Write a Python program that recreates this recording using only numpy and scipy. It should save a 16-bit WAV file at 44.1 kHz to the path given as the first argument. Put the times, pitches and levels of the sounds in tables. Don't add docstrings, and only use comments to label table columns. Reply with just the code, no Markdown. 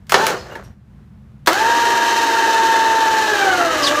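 import sys
import numpy as np
from scipy import signal
from scipy.fft import rfft, irfft
from scipy.io import wavfile
from scipy.ndimage import uniform_filter1d

SR = 44100
rng = np.random.default_rng(int(sys.argv[2]) if len(sys.argv) > 2 else 0)


def master_out(mix):
    frames = np.transpose(np.atleast_2d(mix))
    ceiling = np.clip(frames, -1, 1)
    pcm = np.round(ceiling * 32767).astype(np.int16)
    wavfile.write(sys.argv[1], SR, pcm)


N = 176400

WHINE_ORDER = 48
FULL_HZ, SLOW_HZ = 933, 762
# (frequency [Hz], relative gain [dB])
HISS_EQ = [(1200, -40.5), (2200, -1), (2900, 3.5), (3400, -2), (4200, 1.5), (4900, -4), (6300, -2),
           (7300, -6), (9000, -16), (9700, -12.5), (10400, -22.5), (11300, -15.5), (15500, -20.5)]


def undb(db):
    return 10 ** (np.asarray(db) / 20)


def unit(x):
    return x / np.sqrt(np.mean(x ** 2) + 1e-18)


def curve(table, column=1, outside=None):
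    rows = np.array(table, float)
    return np.interp(np.arange(N) / SR, rows[:, 0], rows[:, column], outside, outside)


def fader(table, column):
    return undb(curve(table, column, -np.inf))


def drift(rate):
    count = int(N / SR * rate * 8)
    smooth = signal.resample_poly(rng.standard_normal(SR // 4)[:count // 4 + 2], 4, 1)
    return unit(np.interp(np.linspace(0, count, N), np.arange(len(smooth)), smooth))


def envelope(start, db, attack_s, t60):
    age = np.maximum(np.arange(N) / SR - start, 0)
    decay = np.exp(-np.log(1000) * np.maximum(age - attack_s, 0) / t60)
    return undb(db) * np.minimum(age / attack_s, 1) * decay


def bursts(hits, attack_s, grain):
    level = sum(envelope(start, db, attack_s, t60) for start, db, t60 in hits)
    return level * unit(rng.standard_normal(N) * np.exp(grain * drift(900)))


def minimum_phase(gain):
    cepstrum = irfft(np.log(gain))
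    half = len(cepstrum) // 2
    cepstrum[1:half] *= 2
    cepstrum[half + 1:] = 0
    return np.exp(rfft(cepstrum))


def eq(x, points):
    bins_hz = np.fft.rfftfreq(4096, 1 / SR)
    hz, db = np.array(points, float).T
    gain = unit(undb(np.interp(np.log(bins_hz + 1), np.log(hz), db)))
    return signal.fftconvolve(x, irfft(minimum_phase(gain)))[:N]


def ring(x, modes):
    gains = undb([db for _, _, db in modes])
    out = 0
    for (hz, width, _), gain in zip(modes, gains / np.linalg.norm(gains)):
        resonance = signal.lfilter(*signal.iirpeak(hz, hz / width, SR), x)
        out = out + gain * np.sqrt(SR / np.pi / width) * resonance
    return out


def garage(x, t60=0.16, tail_db=-5, smooth_hz=90):
    t = np.arange(SR) / SR
    response = rng.standard_normal(SR) * np.exp(-np.log(1000) * t / t60) * (t > .002)
    response *= undb(tail_db) / np.linalg.norm(response)
    response[0] = 1
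    spectrum = rfft(response)
    broad_gain = np.sqrt(uniform_filter1d(np.abs(spectrum) ** 2, smooth_hz))
    return signal.fftconvolve(x, irfft(spectrum / minimum_phase(broad_gain)))[:N]


def rumble():
    # (frequency [Hz], relative gain [dB])
    room_eq = [(20, -38), (35, -25), (55, -10.5), (80, -6.5), (100, -12.5), (125, -4.5), (165, -14.5),
               (215, -9), (245, -23), (330, -29.5), (440, -34), (750, -37), (1650, -41.5), (2600, -48),
               (5000, -56), (15000, -65)]
    # (time [s], level [dB])
    ride = [(0, -40.5), (.45, -41.5), (.69, -37), (.76, -44.5), (.86, -43.5), (.9, -43), (1.4, -41),
            (2.4, -49), (4, -40)]
    return eq(rng.standard_normal(N), room_eq) * undb(curve(ride) + drift(4.5))


def scrapes_and_knock():
    # (time [s], level [dB], t60 [s])
    knock = [(.553, -27, 0.1048)]
    # (pitch [Hz], width [Hz], relative level [dB])
    knock_modes = [(373, 60, -1), (910, 46, 0), (1696, 68, 4.5), (1870, 85, -18)]
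    # (time [s], level [dB], swell [s], t60 [s], pitch [Hz], width [Hz])
    scrapes = [(.355, -44, 0.045, 0.32, 5060, 110), (.39, -47, 0.029, .2, 4340, 80),
               (.5, -43, 0.026, 0.14, 2840, 70), (.5, -59, .03, 0.18, 13000, 2000),
               (0.631, -53.5, 0.016, .2, 5700, 130), (.632, -57, 0.013, 0.094, 11500, 400),
               (.632, -60, .012, .1, 8550, 300)]
    out = ring(bursts(knock, attack_s=.001, grain=0.27), knock_modes)
    for start, db, swell, t60, hz, width in scrapes:
        band = unit(ring(rng.standard_normal(N), [(hz, width, 0)]))
        out = out + band * envelope(start, db, swell, t60)
    return out


def screech(width_hz=710):
    # (time [s], centre [Hz], level [dB])
    dive = [(3.822, 5255, -42), (3.833, 5110, -19.5), (3.85, 4470, -16), (3.86, 4800, -24),
            (3.87, 3805, -13), (3.88, 3285, -15), (3.888, 2970, -20), (3.91, 3000, -48)]
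    angle = 2 * np.pi * np.cumsum(curve(dive)) / SR
    band = drift(width_hz / 2) * np.cos(angle) + drift(width_hz / 2) * np.sin(angle)
    fizz = eq(rng.standard_normal(N), [(1500, -16), (3500, 7), (6000, 5), (9500, -6), (15000, -20)])
    return garage((band + undb(-6.5) * fizz) * fader(dive, 2))


def sparks():
    # (time [s], relative level [dB], t60 [s])
    hits = [(.068, -59.5, 0.11), (.0945, -25, 0.086), (.120, -12.5, 0.015), (.1405, -46.5, 0.022),
            (.266, -18, 0.035), (1.4605, -30.5, 0.075), (1.472, -18, 0.057), (1.531, -25, 0.021)]
    # (frequency [Hz], relative gain [dB])
    spark_eq = [(200, -12), (500, -1), (1500, 6), (3000, 0), (6500, -2), (9000, -7), (15000, -8)]
    return undb(8) * eq(bursts(hits, attack_s=0.00061, grain=.6), spark_eq)


def clunks():
    # (time [s], relative level [dB], t60 [s])
    hits = [(.1205, -10, 0.044), (.142, 0.5, 0.038), (1.473, -5, 0.079)]
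    # (frequency [Hz], relative gain [dB])
    clunk_eq = [(40, -24), (100, -21), (200, -18), (340, 0), (500, -1), (700, 0), (900, 3), (1400, 0.5),
                (1750, -1), (2500, -10), (3000, -11.5), (3600, -13.5), (4400, -9), (5800, -17),
                (7000, -23.5), (15000, -42.5)]
    return undb(4) * eq(bursts(hits, attack_s=0.00081, grain=0.16), clunk_eq)


def wheel_turns(hz):
    return np.cumsum(hz) / SR / WHINE_ORDER


def tooth_clicks(hz, scatter, jitter_s, per_turn):
    place = rng.uniform(0, 1, per_turn)
    pattern = unit(rng.standard_normal(per_turn))
    turn = np.arange(90)[:, None]
    timing_noise, size_noise = rng.standard_normal((2, len(turn), per_turn))
    at_turn = turn + (np.arange(per_turn) + place) / per_turn
    at_sample = np.interp(at_turn, wheel_turns(hz), np.arange(N)) + jitter_s * SR * timing_noise
    size = (pattern + scatter * size_noise) / np.hypot(1, scatter)
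    inside = (at_sample > 0) & (at_sample < N - SR // 1000)
    oversampled = np.bincount((at_sample[inside] * 4).astype(int), size[inside], 4 * N)
    clicks_per_s = per_turn * hz / WHINE_ORDER
    return 4 * signal.resample_poly(oversampled, 1, 4) * np.sqrt(SR / clicks_per_s)


def gear_tones(hz, slowed, flutter_db, wobble):
    # (order [cycles per turn], relative level at full speed [dB], when slowed [dB])
    partials = [(12, -44.5, -51), (15.23, -37.5, -59), (19.78, -35.5, -39.5), (23.83, -33.5, -28),
                (35, -37, -42.5), (51.4, -38, -34), (60, -37.5, -76), (72.6, -36, -35), (82.2, -34.5, -61),
                (84.2, -29, -62), (87.8, -37, -68), (89, -40.5, -45), (92.9, -34.5, -24),
                (95.6, -36, -25.5), (95.4, -38, -30.5), (97.1, -34.5, -26.5), (140.7, -43.5, -34),
                (163.5, -43.5, -44), (188.8, -41, -36), (212, -46.5, -44), (323, -42.5, -55)]
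    angle = 2 * np.pi * wheel_turns(hz)
    out = 0
    for order, full_db, slow_db in partials:
        db = full_db + slowed * (slow_db - full_db) + flutter_db * drift(30)
        phase = order * angle + rng.uniform(0, 2 * np.pi)
        waver = wobble * np.sqrt(order / WHINE_ORDER) * drift(25)
        out = out + np.sqrt(2) * undb(db) * np.sin(phase + waver)
    return out


def whine(hz, flutter_db, wobble):
    # (time [s], depth [0-1])
    depth = [(1.5, .5), (1.75, .22), (1.95, .45), (2.2, .7), (2.45, .58), (2.62, .22), (3.05, .2),
             (3.3, .4), (4, .45)]
    angle = 2 * np.pi * wheel_turns(hz)
    tone = np.exp(1j * (WHINE_ORDER * angle + wobble * drift(25)))
    throb = 1 + curve(depth) * (np.cos(angle) - .7j * np.sin(angle))
    return np.sqrt(2) * np.real(tone * throb) * undb(flutter_db * drift(20))


def first_touch():
    # (time [s], whine pitch [Hz], whine [dB], rattle [dB], hiss [dB])
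    blip = [(.12, 446.7, -55, -33, -47), (.15, 693, -30, -22, -26), (.2, 853, -24, -17.5, -27),
            (.25, 900, -17, -22.5, -26.5), (.3, 871.6, -28, -21, -27), (.345, 720.5, -43, -23, -37.5),
            (.4, 516.6, -42, -37, -43.5), (.45, 418.2, -68, -38, -49.5), (.53, 297.4, -54, -33, -48.5),
            (.6, 203, -59, -39.5, -54.5), (.67, 109.4, -65.5, -51, -60.5), (.74, 30.16, -74, -63, -87)]
    hz = curve(blip)
    whine_gain, rattle_gain, hiss_gain = fader(blip, 2), fader(blip, 3), fader(blip, 4)
    # (frequency [Hz], relative gain [dB])
    rattle_eq = [(90, -24), (170, -1.5), (260, -14), (350, 3), (520, 4.5), (700, 1), (900, -1.5),
                 (1300, -1.5), (1750, -2.5), (2100, -10.5), (3000, -29), (6000, -48)]
    rattle = eq(tooth_clicks(hz, scatter=1.8, jitter_s=3e-5, per_turn=192), rattle_eq) * rattle_gain
    hiss = eq(tooth_clicks(hz, scatter=1.2, jitter_s=3e-5, per_turn=480), HISS_EQ) * hiss_gain
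    tones_gain = rattle_gain * undb(20.5) * (hz / FULL_HZ) ** 2
    tones = gear_tones(hz, slowed=0, flutter_db=0, wobble=.7) * tones_gain
    return garage(rattle + hiss) + tones + whine(hz, flutter_db=1.5, wobble=.45) * whine_gain


def cranking(start_s=1.47, rise_s=0.048):
    # (time [s], whine pitch [Hz], relative whine level [dB])
    crank = [(1.47, 450, -38), (1.512, 657, -21), (1.53, 719, -24), (1.57, 813, -25.5), (1.61, 885, -15),
             (1.7, 936.7, -13.5), (2.06, 933.6, -16.5), (2.3, 918.2, -16.5), (2.5, 909.5, -15),
             (2.65, 905, -12), (3.0, 899.5, -13.5), (3.2, 881.4, -15), (3.28, 866.4, -22),
             (3.37, 821.8, -24), (3.47, 774.2, -14.5), (3.55, 733, -19), (3.64, 685.4, -16),
             (3.7, 655, -25), (3.78, 615.5, -23.5), (3.87, 572.4, -25), (3.94, 606.4, -19.5),
             (4.0, 602.7, -27)]
    # (time [s], half length [s], gain [dB])
    dips = [(3.569, 0.006, -7), (3.69, 0.014, -1.5), (3.744, 0.015, -0.5), (3.966, 0.0039, -19)]
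    # (frequency [Hz], relative gain [dB])
    housing_eq = [(30, -58), (100, -37), (190, -51.5), (230, -11), (300, 0.5), (380, 5), (440, -7.5),
                  (500, 4), (560, -2.5), (670, -1), (780, -2.5), (880, 6), (1000, -4), (1150, 3.5),
                  (1480, -1.5), (1630, 8), (1850, -1.5), (2000, 1), (2250, -15), (3000, -26), (6000, -64.5)]
    # (pitch [Hz], width [Hz], relative level [dB])
    casing_modes = [(2670, 42, -5), (3190, 45, -25), (3134, 31, 10), (3783, 57, 7), (3926, 70, -16.5),
                    (4140, 15, -0.5), (5250, 100, -4), (5920, 55, -6), (6610, 75, -16)]
    # (time [s], level [dB])
    hiss_ride = [(1.48, -27.5), (1.6, -26.5), (2.0, -26), (2.4, -25.5), (2.65, -27), (3.1, -28), (3.4, -26),
                 (3.7, -28.5), (3.78, -25.5), (4, -28)]
    t = np.arange(N) / SR
    hz = curve(crank) * (1 + 0.00043 * drift(7.4))
    slowed = np.clip((FULL_HZ - hz) / (FULL_HZ - SLOW_HZ), 0, 1)
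    fade_in = np.clip((t - start_s) / rise_s, 0, 1)
    duck = undb(sum(db * np.exp(-((t - at) / half) ** 2) for at, half, db in dips))

    teeth = tooth_clicks(hz, scatter=0.94, jitter_s=2e-5, per_turn=96)
    rattle = eq(teeth, housing_eq) * undb(-22 + 1.5 * slowed + 1.04 * drift(30.7))
    ticks = tooth_clicks(hz, scatter=.55, jitter_s=1e-5, per_turn=288)
    hiss = eq(ticks, HISS_EQ) + ring(ticks, casing_modes) * undb(-11)
    hiss *= undb(curve(hiss_ride) + 0.99 * drift(30))

    tones = gear_tones(hz, slowed, flutter_db=4, wobble=.25 + .4 * slowed)
    tones *= undb(-1) * np.minimum(hz / SLOW_HZ, 1) ** 1.94
    mesh = whine(hz, flutter_db=slowed, wobble=.08 + .4 * slowed) * fader(crank, 2) * undb(-1.84)
    return garage(fade_in * (duck * rattle + hiss)) + fade_in * duck * (mesh + tones)


def scene():
    starter = first_touch() + scrapes_and_knock() + cranking()
    hits = garage(clunks() + sparks())
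    return (starter + hits + screech() + rumble())[None]


def record(dry, top_hz=15500):
    rounded = dry / (1 + dry ** 4) ** .25
    return signal.sosfilt(signal.ellip(10, .2, 80, top_hz, fs=SR, output="sos"), rounded)


dry = scene()
out = record(dry)
master_out(out)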